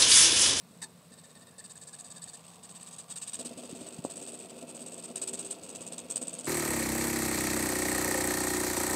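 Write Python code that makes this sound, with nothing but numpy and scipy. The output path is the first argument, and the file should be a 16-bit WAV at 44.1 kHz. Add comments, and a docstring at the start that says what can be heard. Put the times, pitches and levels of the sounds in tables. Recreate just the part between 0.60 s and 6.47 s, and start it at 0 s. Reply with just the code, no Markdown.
"""Cabinet hum, faint paper slide and soft knocks; a short zip; then runs of paper feeds, about 17 per second.
A receipt printer in a coin-counting machine feeds one run per line of text: filtered motor steps whine,
rattle the frame and rasp the paper, with three slip ticks per feed.
Early feeds thump; from about 2.8 s they drum fully over a stronger rumble and a two-mode drone.
Struck modes make the knocks, one of them sharp; short reflections add the housing."""
import sys
import numpy as np
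from scipy import signal
from scipy.fft import rfft, irfft
from scipy.io import wavfile

SR = 44100
rng = np.random.default_rng(int(sys.argv[2]) if len(sys.argv) > 2 else 0)


def transcribe(u):
    """Save the signal u as a 16-bit wav file named by the first command-line argument.

    u: samples, shape (n,) or (channels, n), limited to [-1, 1]; the rate is SR.
    q: integer samples, one column per channel.
    """
    v = np.clip(np.atleast_2d(u).T, -1, 1)
    q = np.round(v * 32767).astype(np.int16)
    wavfile.write(sys.argv[1], SR, q)


N = 258867

# Levels marked rel_db are relative: later gains or filters apply.
# machine hum spectrum: freq_hz, density_rel_db
HUM_SPECTRUM = [(24, -104), (40, -32), (173, 6), (321, -18), (612, -6.5), (845, -14), (1110, -8.5),
                (1290, -15), (2010, -18.5), (3140, -22), (3740, -16), (6140, -23.5), (8270, -21),
                (9600, -23.5), (15000, -27)]
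# wavering hum tones: freq_hz, width_hz, level_rel_db
HUM_TONES = [(87, 5.6, -7.5), (102.7, 9.6, -9.5), (170.8, 14, -1), (236, 35, -19), (435.7, 12, -10),
             (475, 22, -12.5)]
# cabinet low sound: start_s, rumble_rel_db, feed_drum_rel_db
RUMBLE_CURVE = [(0, -64.5, -54), (1.5, -63, -55), (2.76, -63, -52.5), (2.785, -51.5, -42), (3.3, -51, -46),
                (4.4, -50, -46), (4.8, -48.5, -47), (5.1, -48, -48.5), (5.87, -50, -44.5)]
# tones singing with the rumble: freq_hz, width_hz, level_rel_db
SINGING_TONES = [(897, 44, 2.5), (1350, 37, -6), (2593, 216, -3.5)]
# drone of two panel modes: start_s, lower_rel_db, upper_rel_db
DRONE_CURVE = [(0, -70.5, -80), (2.76, -71.5, -81), (2.85, -56, -60), (3.6, -63, -58.5),
               (4.0, -56.5, -58.5), (4.45, -65, -60), (4.62, -58, -52), (4.9, -58.5, -54.5),
               (5.0, -68, -63), (5.87, -57, -68)]
# cabinet blows: start_s, peak_rel_db, contact_brightness_hz
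KNOCKS = [(0.052, -51, 200), (0.107, -47, 169), (0.167, -57, 197), (0.515, -46, 188), (2.972, -40, 224),
          (3.127, -32.5, 257), (3.212, -38, 297), (3.387, -32, 175), (3.4492, -20, 950),
          (3.6192, -34.5, 854)]
# cabinet modes under a blow: freq_hz, level_rel_db, t60_s
CABINET_MODES = [(119, -40, 0.032), (172, -11, 0.037), (285, -2.5, 0.025), (353, -1, 0.017),
                 (483, 2, 0.012), (635.6, -15, 0.019), (1010, -10, 0.0068)]
# paper sliding through the slot: start_s, rasp_rel_db, rustle_rel_db
SLIDE_CURVE = [(0.0, -67, -75), (0.85, -63.5, -72.5), (1.5, -57.5, -63), (1.85, -58, -61.5),
               (2.63, -54, -56.5), (3.28, -57, -58), (3.68, -48.5, -55.5), (3.94, -52.5, -56.5),
               (4.59, -55, -58.5), (4.71, -51, -53.5), (5.12, -55.5, -58), (5.87, -55.5, -56)]
# paper scuffing the slot: start_s, level_rel_db
SCUFF_CURVE = [(0, -93), (1.0, -77), (1.4, -65), (2.5, -63), (2.9, -70.5), (5.87, -84)]
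# hollow slot resonances: freq_hz, width_hz, level_rel_db
SLOT_MODES = [(730, 90, 2), (1060, 210, -3.5), (1202, 62, 0)]
# paper rasp spectrum: freq_hz, density_rel_db
RASP_SPECTRUM = [(2000, -69), (4500, -47), (5950, -16), (6300, -13.5), (6720, -7), (7150, -9.5), (7600, -6),
                 (8100, 1.5), (8520, -0.5), (8900, -11), (9400, -18), (10500, -26), (12500, -31),
                 (15500, -52)]
# sheet rustle spectrum: freq_hz, density_rel_db
RUSTLE_SPECTRUM = [(500, -10.5), (1300, -6.5), (2050, -14), (2400, -4), (2650, -1.5), (3000, -2.5),
                   (3650, 0), (4000, -7), (4500, -0.5), (5250, -7), (5650, -9), (6700, 3.5), (9000, -21)]
# low drumming spectrum: freq_hz, density_rel_db
DRUM_SPECTRUM = [(50, -22), (120, -40), (165, -4.5), (240, -3.5), (320, -3.5), (390, -7.5), (460, -3),
                 (530, 0.5), (590, -9), (670, -2), (830, -20.5), (1300, -25), (1700, -40), (3000, -58)]
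# panel modes kept ringing by the feeds: freq_hz, level_rel_db, t60_s
PANEL_MODES = [(174, -12.5, 0.49), (242, -2.5, 0.14), (308.4, -16, 0.67), (379.7, -6, 0.11),
               (406.7, -8.5, 0.21), (496.7, -1, 0.057), (542.5, -14, 0.32), (635, -7, 0.19),
               (669, 0, 0.071)]
# freedom of the sheet to drum: start_s, share_0_to_1
LOOSE_CURVE = [(2.74, 0.43), (2.78, 1)]
# printer frame resonances: freq_hz, width_hz, level_rel_db
FRAME_MODES = [(1775, 73, -11), (3677, 88, -1), (4540, 340, 1.5), (4654, 350, 1.5)]
# rattle power from the sheet instead of the frame: start_s, share_0_to_1
SHEET_SHARE = [(0, 0.67), (1.7, 0.07), (2.1, 0.6), (2.8, 0.8), (5.87, 0.92)]
# stepper motor: start_s, step_rate_hz, whine_rel_db
MOTOR_CURVE = [(.52, 900, -63.5), (.95, 894, -64.5), (1.2, 840, -62), (1.45, 840, -64), (1.73, 870, -59),
               (1.82, 970, -75), (2.2, 925, -74), (2.8, 970, -71), (5.87, 975, -73)]
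# runs of even feeds: first_feed_s, last_feed_s, swell_db, rasp_rel_db, frame_rattle_rel_db,
# early_slip_rel_db, middle_slip_rel_db, late_slip_rel_db
TEXT_LINES = [(0.516, 0.923, -3, -60.5, -61.5, -53.5, -60, -54.5),
              (0.979, 1.788, 2.5, -49, -55.5, -48, -48, -41), (1.847, 1.961, 4, -68, -70, -65, -60, -56),
              (2.03, 2.44, 4, -48, -56, -50, -55, -42.5), (2.498, 2.905, 3, -40, -47.5, -43, -58, -37),
              (2.972, 3.378, 2, -50.5, -55, -42, -50, -41.5),
              (3.437, 3.844, -5.5, -51.5, -56, -40.5, -39, -41), (3.903, 4.021, 2, -68, -65, -60, -57, -59),
              (4.086, 4.491, 6, -47, -58, -42.5, -44, -40.5),
              (4.555, 4.962, -3.5, -37.5, -47.5, -31, -44, -39),
              (5.028, 5.434, 3.5, -53, -52, -36.5, -34.5, -40.5),
              (5.496, 5.897, -7, -47, -53.5, -33, -32, -35)]

HUM_REL_DB, HUM_TONES_REL_DB = -59, -63.5
DRONE_LOWER_HZ, DRONE_UPPER_HZ = 243.1, 386.6
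REST_BEFORE_S, REST_WIDTH_S, REST_DB = 0.023, .007, -15.5
FEED_S, FEED_RISE_S, FEED_FALL_S, FEED_EVERY_S = .0245, .0035, .0025, .058
BLANK_DB = -26.5  # last feed moves blank paper: softer rasp, rattle and slips
FEED_SPREAD_DB, DRUM_SPREAD_DB = 1.0, 1.85
DRUM_PUSH_AFTER_S, DRUM_PUSH_S = (0.00093, 0.012), 0.0068  # two shakes per feed
SLIP_AFTER_S = (0.0053, 0.0142, 0.02436)
SLIP_JITTER_S, SLIP_SPREAD_DB = 0.00089, 3.5
SLIP_S, SLIP_RISE_S, SLIP_FALL_S = 0.0037, 0.0037, 0.0011
# one unbroken feed takes up the slack
ZIP_START_S, ZIP_S, ZIP_RISE_S, ZIP_FALL_S = .2145, 0.032, 0.0036, 0.0027
ZIP_STEP_HZ, ZIP_SAG_HZ_PER_S = 940, 1700
ZIP_RASP_REL_DB, ZIP_HISS_REL_DB, ZIP_FRAME_REL_DB, ZIP_WHINE_REL_DB = -42, -46.5, -48.5, -49.5
ZIP_WHINE_RISE_S, ZIP_WHINE_FALL_S = .02, .005
ZIP_STEP_TONE_REL_DB, ZIP_STEP_TONE_FALL_S = -52.5, 0.022
ZIP_PANEL_REL_DB, ZIP_PANEL_HZ, ZIP_PANEL_FALL_S = -58.5, 376, 0.078
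CUTOFF_HZ = 15600


def from_db(db):
    """Decibels to gain."""
    return 10 ** (np.asarray(db) / 20)


def rms_one(x):
    """Scale to unit power."""
    return x / np.sqrt(np.mean(x ** 2) + 1e-20)


def noise():
    """White noise of unit power."""
    return rng.standard_normal(N)


def in_time(rows):
    """Interpolate each column to one value per sample."""
    time_s, *columns = np.transpose(rows)
    return [np.interp(np.arange(N) / SR, time_s, column) for column in columns]


def butterworth(x, order, hz, kind="low"):
    """Causal Butterworth filter."""
    return signal.sosfilt(signal.butter(order, hz, kind, fs=SR, output="sos"), x)


def drift(hz):
    """Lowpassed noise scaled to spread 1."""
    settled = butterworth(rng.standard_normal(N + SR), 2, hz)[SR:]
    return rms_one(settled)


def convolve_unit(x, response):
    """Convolve with a unit-energy response, which keeps white-noise power."""
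    return signal.oaconvolve(x, response / np.linalg.norm(response))[:N]


def colour(x, spectrum, size=4096):
    """Causal minimum-phase filter built from the spectrum's folded cepstrum."""
    hz, db = np.transpose(spectrum)
    grid_hz = np.maximum(np.fft.rfftfreq(size, 1 / SR), 1)
    gain = from_db(np.interp(np.log(grid_hz), np.log(hz), db))
    cepstrum = irfft(np.log(gain))
    cepstrum[1:size // 2] *= 2
    cepstrum[size // 2 + 1:] = 0
    return convolve_unit(x, irfft(np.exp(rfft(cepstrum))))


def resonate(x, modes, size=2048):
    """Parallel decaying resonances of alternating sign; wider ones decay faster."""
    t = np.arange(size) / SR
    response = np.zeros(size)
    for k, (hz, width_hz, db) in enumerate(modes):
        decay = width_hz * np.exp(-np.pi * width_hz * t)
        response += (-1) ** k * from_db(db) * decay * np.cos(2 * np.pi * hz * t)
    return convolve_unit(x, response)


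def modal_ring(modes, t):
    """Sum of struck modes, each falling 60 dB in its t60."""
    return sum(from_db(db - 60 * t / t60_s) * np.cos(2 * np.pi * hz * t) for hz, db, t60_s in modes)


def bursts(starts_s, levels_db, length_s, rise_s, fall_s, size=6000):
    """Envelopes that rise linearly and decay exponentially after their length."""
    t, out = np.arange(size) / SR, np.zeros(N + size)
    shape = np.minimum(t / rise_s, 1) * np.exp(-np.maximum(t - length_s, 0) / fall_s)
    for start_s, db in zip(starts_s, levels_db):
        at = int(np.clip(start_s * SR, 0, N))
        out[at:at + size] += from_db(db) * shape
    return out[:N]


def zip_burst(db, rise_s, fall_s):
    """Envelope of the single zip."""
    return bursts([ZIP_START_S], [db], ZIP_S, rise_s, fall_s)


def resting():
    """Gain dip as the mechanism rests before each line."""
    t = np.arange(N) / SR
    dips = sum(np.exp(-((t - line[0] + REST_BEFORE_S) / REST_WIDTH_S) ** 2) for line in TEXT_LINES)
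    return from_db(REST_DB * dips)


def fan_hum():
    """Steady coloured noise plus narrow, wavering noise bands."""
    hum = from_db(HUM_REL_DB) * colour(noise(), HUM_SPECTRUM)
    return hum + from_db(HUM_TONES_REL_DB) * resonate(noise(), HUM_TONES, size=16384)


def rumble():
    """Lingering low noise excites the drum spectrum and singing tones."""
    rumble_db = in_time(RUMBLE_CURVE)[0]
    shake = noise() * from_db(rumble_db) * np.sqrt(resting())
    return from_db(-3.5) * colour(shake, DRUM_SPECTRUM) + from_db(-12) * resonate(shake, SINGING_TONES)


def drone():
    """Two panel modes sound as sines wavering in pitch and level."""
    out = np.zeros(N)
    for mode_hz, db in zip((DRONE_LOWER_HZ, DRONE_UPPER_HZ), in_time(DRONE_CURVE)):
        pitch_hz = mode_hz * (1 + 0.01845 * drift(10.15))
        phase = 2 * np.pi * np.cumsum(pitch_hz) / SR
        out += np.sqrt(2) * np.sin(phase) * from_db(db + 1.8 * drift(17))
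    return out * resting()


def knocks(size=8000):
    """Blows ring cabinet modes; softer contact passes less treble, panels radiate little deep bass."""
    out = np.zeros(N + size)
    ring = butterworth(modal_ring(CABINET_MODES, np.arange(size) / SR), 2, 130, "high")
    for start_s, db, bright_hz in KNOCKS:
        blow = butterworth(ring, 4, bright_hz)
        at = int(start_s * SR)
        out[at:at + size] += from_db(db) * blow / np.abs(blow).max()
    return out[:N]


def stick_slip(hz, depth_db):
    """Bounded random gain as the paper grips and lets go."""
    return rms_one(from_db(depth_db * np.tanh(drift(hz))))


def slide():
    """Creeping paper makes fine friction noise that dips in the rests."""
    rasp_db, rustle_db = in_time(SLIDE_CURVE)
    grains = noise() * stick_slip(hz=112, depth_db=10.0) * resting()
    rasp = colour(grains * from_db(rasp_db), RASP_SPECTRUM)
    return rasp + colour(grains * from_db(rustle_db), RUSTLE_SPECTRUM)


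def scuff():
    """Emerging paper rubs the slot: noise through hollow resonances."""
    return from_db(in_time(SCUFF_CURVE)[0]) * resonate(noise() * resting(), SLOT_MODES)


def stepper(rate_hz, jitter, grit):
    """Jolt and friction puff per motor step; whine at twice the step rate over a weaker step tone."""
    turn = np.cumsum(rate_hz * (1 + jitter * drift(200))) / SR
    step_pulses = np.diff(np.floor(turn), prepend=0)
    jolts = rms_one(step_pulses * (1 + 0.65 * noise()))
    friction = rms_one(np.exp(-2 * (turn % 1)) * noise())
    whine = np.sin(4 * np.pi * turn) + 0.25 * np.sin(2 * np.pi * turn)
    return rms_one(jolts + grit * friction), rms_one(whine)


def frame(x):
    """Printer frame resonates and passes little above them."""
    return butterworth(resonate(x, FRAME_MODES), 4, 5800)


def zip_body(rate_hz):
    """Jittered step-rate tone and a panel tone that rings on."""
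    step_tone = np.sin(2 * np.pi * np.cumsum(rate_hz * (1 + 0.069 * drift(165))) / SR)
    panel = np.sin(2 * np.pi * ZIP_PANEL_HZ * np.arange(N) / SR)
    step_tone *= zip_burst(ZIP_STEP_TONE_REL_DB, ZIP_WHINE_RISE_S, ZIP_STEP_TONE_FALL_S)
    return step_tone + panel * zip_burst(ZIP_PANEL_REL_DB, ZIP_S, ZIP_PANEL_FALL_S)


def take_up():
    """Slack take-up: a bright zip whose step rate sags under load while its whine swells."""
    running_s = np.clip(np.arange(N) / SR - ZIP_START_S, 0, ZIP_S)
    rate_hz = ZIP_STEP_HZ - ZIP_SAG_HZ_PER_S * running_s
    steps, whine = stepper(rate_hz, jitter=.045, grit=1.2)
    steps = steps * zip_burst(0, ZIP_RISE_S, ZIP_FALL_S)
    rasp = from_db(ZIP_RASP_REL_DB) * colour(steps * stick_slip(hz=210, depth_db=4.2), RASP_SPECTRUM)
    hiss = from_db(ZIP_HISS_REL_DB) * butterworth(steps, 2, 7000)  # lowpassed
    rattle = from_db(ZIP_FRAME_REL_DB) * frame(steps)
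    whine = whine * zip_burst(ZIP_WHINE_REL_DB, ZIP_WHINE_RISE_S, ZIP_WHINE_FALL_S)
    return rasp + hiss + rattle + whine + zip_body(rate_hz)


def drumming(starts_s, size=16000):
    """Each feed shakes the sheet twice and kicks panel modes, whose rings overlap."""
    time_s, _, level_db = np.transpose(RUMBLE_CURVE)
    drum_db = np.interp(starts_s, time_s, level_db) + DRUM_SPREAD_DB * rng.standard_normal(len(starts_s))
    pushes = sum(bursts(starts_s + after_s, drum_db, DRUM_PUSH_S, 0.0024, 0.0042)
                 for after_s in DRUM_PUSH_AFTER_S)
    shake = noise() * pushes
    kicks, t = np.zeros(N), np.arange(size) / SR
    kicks[np.clip(starts_s * SR, 0, N - 1).astype(int)] = from_db(drum_db)
    ring = modal_ring(PANEL_MODES, t) * np.minimum(t / 0.0043, 1)  # push builds up
    panels = signal.oaconvolve(kicks, ring)[:N]
    drum = from_db(-5.0) * colour(shake, DRUM_SPECTRUM) + from_db(-2.0) * panels
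    # a short sheet favours the lowest panel mode
    loose = in_time(LOOSE_CURVE)[0]
    thump = butterworth(drum, 2, [130, 215], "band")
    return loose * drum + (1 - loose) * from_db(1.5) * thump


def ticks(starts_s, slips_db):
    """Three slips per feed make tiny noise scratches that swell and fade."""
    times_s = starts_s[:, None] + SLIP_AFTER_S + SLIP_JITTER_S * rng.standard_normal(slips_db.shape)
    db = slips_db + SLIP_SPREAD_DB * rng.uniform(-1, 1, slips_db.shape)
    swell = bursts(times_s.ravel() - SLIP_RISE_S / 2, db.ravel(), SLIP_S, SLIP_RISE_S, SLIP_FALL_S)
    scratch = rng.choice([-1, 1], N) * swell
    return colour(scratch, RASP_SPECTRUM) + from_db(-14) * colour(scratch, RUSTLE_SPECTRUM)


def feed_rows():
    """Feed rows: start_s, rasp_rel_db, rattle_rel_db, three slip_rel_db; each line ends on a blank feed."""
    rows = []
    for first_s, last_s, swell_db, *levels_db in TEXT_LINES:
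        count = round((last_s - first_s) / FEED_EVERY_S) + 1
        for along in np.linspace(0, 1, count):
            change_db = swell_db * (along - .5) + BLANK_DB * (along == 1)
            rows.append([first_s + along * (last_s - first_s), *np.add(levels_db, change_db)])
    rows = np.array(rows)
    rows[:, 1:] += FEED_SPREAD_DB * rng.standard_normal((len(rows), 1))
    return rows


def feeds(starts_s, rasp_db, frame_db):
    """Motor-step bursts drive rasp, frame and sheet; whine and drumming share their starts."""
    rate_hz, whine_db = in_time(MOTOR_CURVE)
    sheet = in_time(SHEET_SHARE)[0]
    steps, whine = stepper(rate_hz, jitter=0.038, grit=1.5)
    steps = steps * stick_slip(hz=168, depth_db=2.5)
    rasp = colour(steps * bursts(starts_s, rasp_db, FEED_S, FEED_RISE_S, FEED_FALL_S), RASP_SPECTRUM)
    rattle = steps * bursts(starts_s, frame_db, FEED_S, FEED_RISE_S, FEED_FALL_S)
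    body = frame(rattle * np.sqrt(1 - sheet)) + colour(rattle * np.sqrt(sheet), RUSTLE_SPECTRUM)
    whine_gate = bursts(starts_s, np.zeros(len(starts_s)), 0.033, 0.0038, 0.0029)
    whine = whine * from_db(whine_db + 4.6 * drift(37)) * whine_gate
    return rasp + body + from_db(-6.5) * whine + drumming(starts_s)


def shifting(x, depth_db):
    """Wandering paper contact trades 5.5-8 kHz strength against the rest."""
    band = butterworth(x, 2, [5500, 8000], "band")
    tilt = from_db(depth_db * np.tanh(drift(14)))
    return x / np.sqrt(tilt) + band * (tilt - 1 / np.sqrt(tilt))


def housing(x, t60_s, wet_db, size=8192):
    """Dense, short reflections inside the housing: decaying noise after 2 ms."""
    t = np.arange(size) / SR
    tail = rng.standard_normal(size) * from_db(-60 * t / t60_s) * (t > .002)
    return x + from_db(wet_db) * convolve_unit(x, tail)


def scene():
    """Printer and knocks in the housing, over hum, rumble and drone."""
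    background = fan_hum() + rumble() + drone()
    rows = feed_rows()
    paper = feeds(*rows[:, :3].T) + ticks(rows[:, 0], rows[:, 3:])
    printer = knocks() + slide() + scuff() + take_up() + shifting(paper, depth_db=2.0)
    return (background + housing(printer, t60_s=0.088, wet_db=-11))[None]


def record(dry):
    """Small microphone drops deep bass; a steep filter cuts the top."""
    thin = butterworth(dry, 2, 62, "high")
    return signal.sosfilt(signal.ellip(10, .1, 70, CUTOFF_HZ, fs=SR, output="sos"), thin)


dry = scene()
out = record(dry)
transcribe(out)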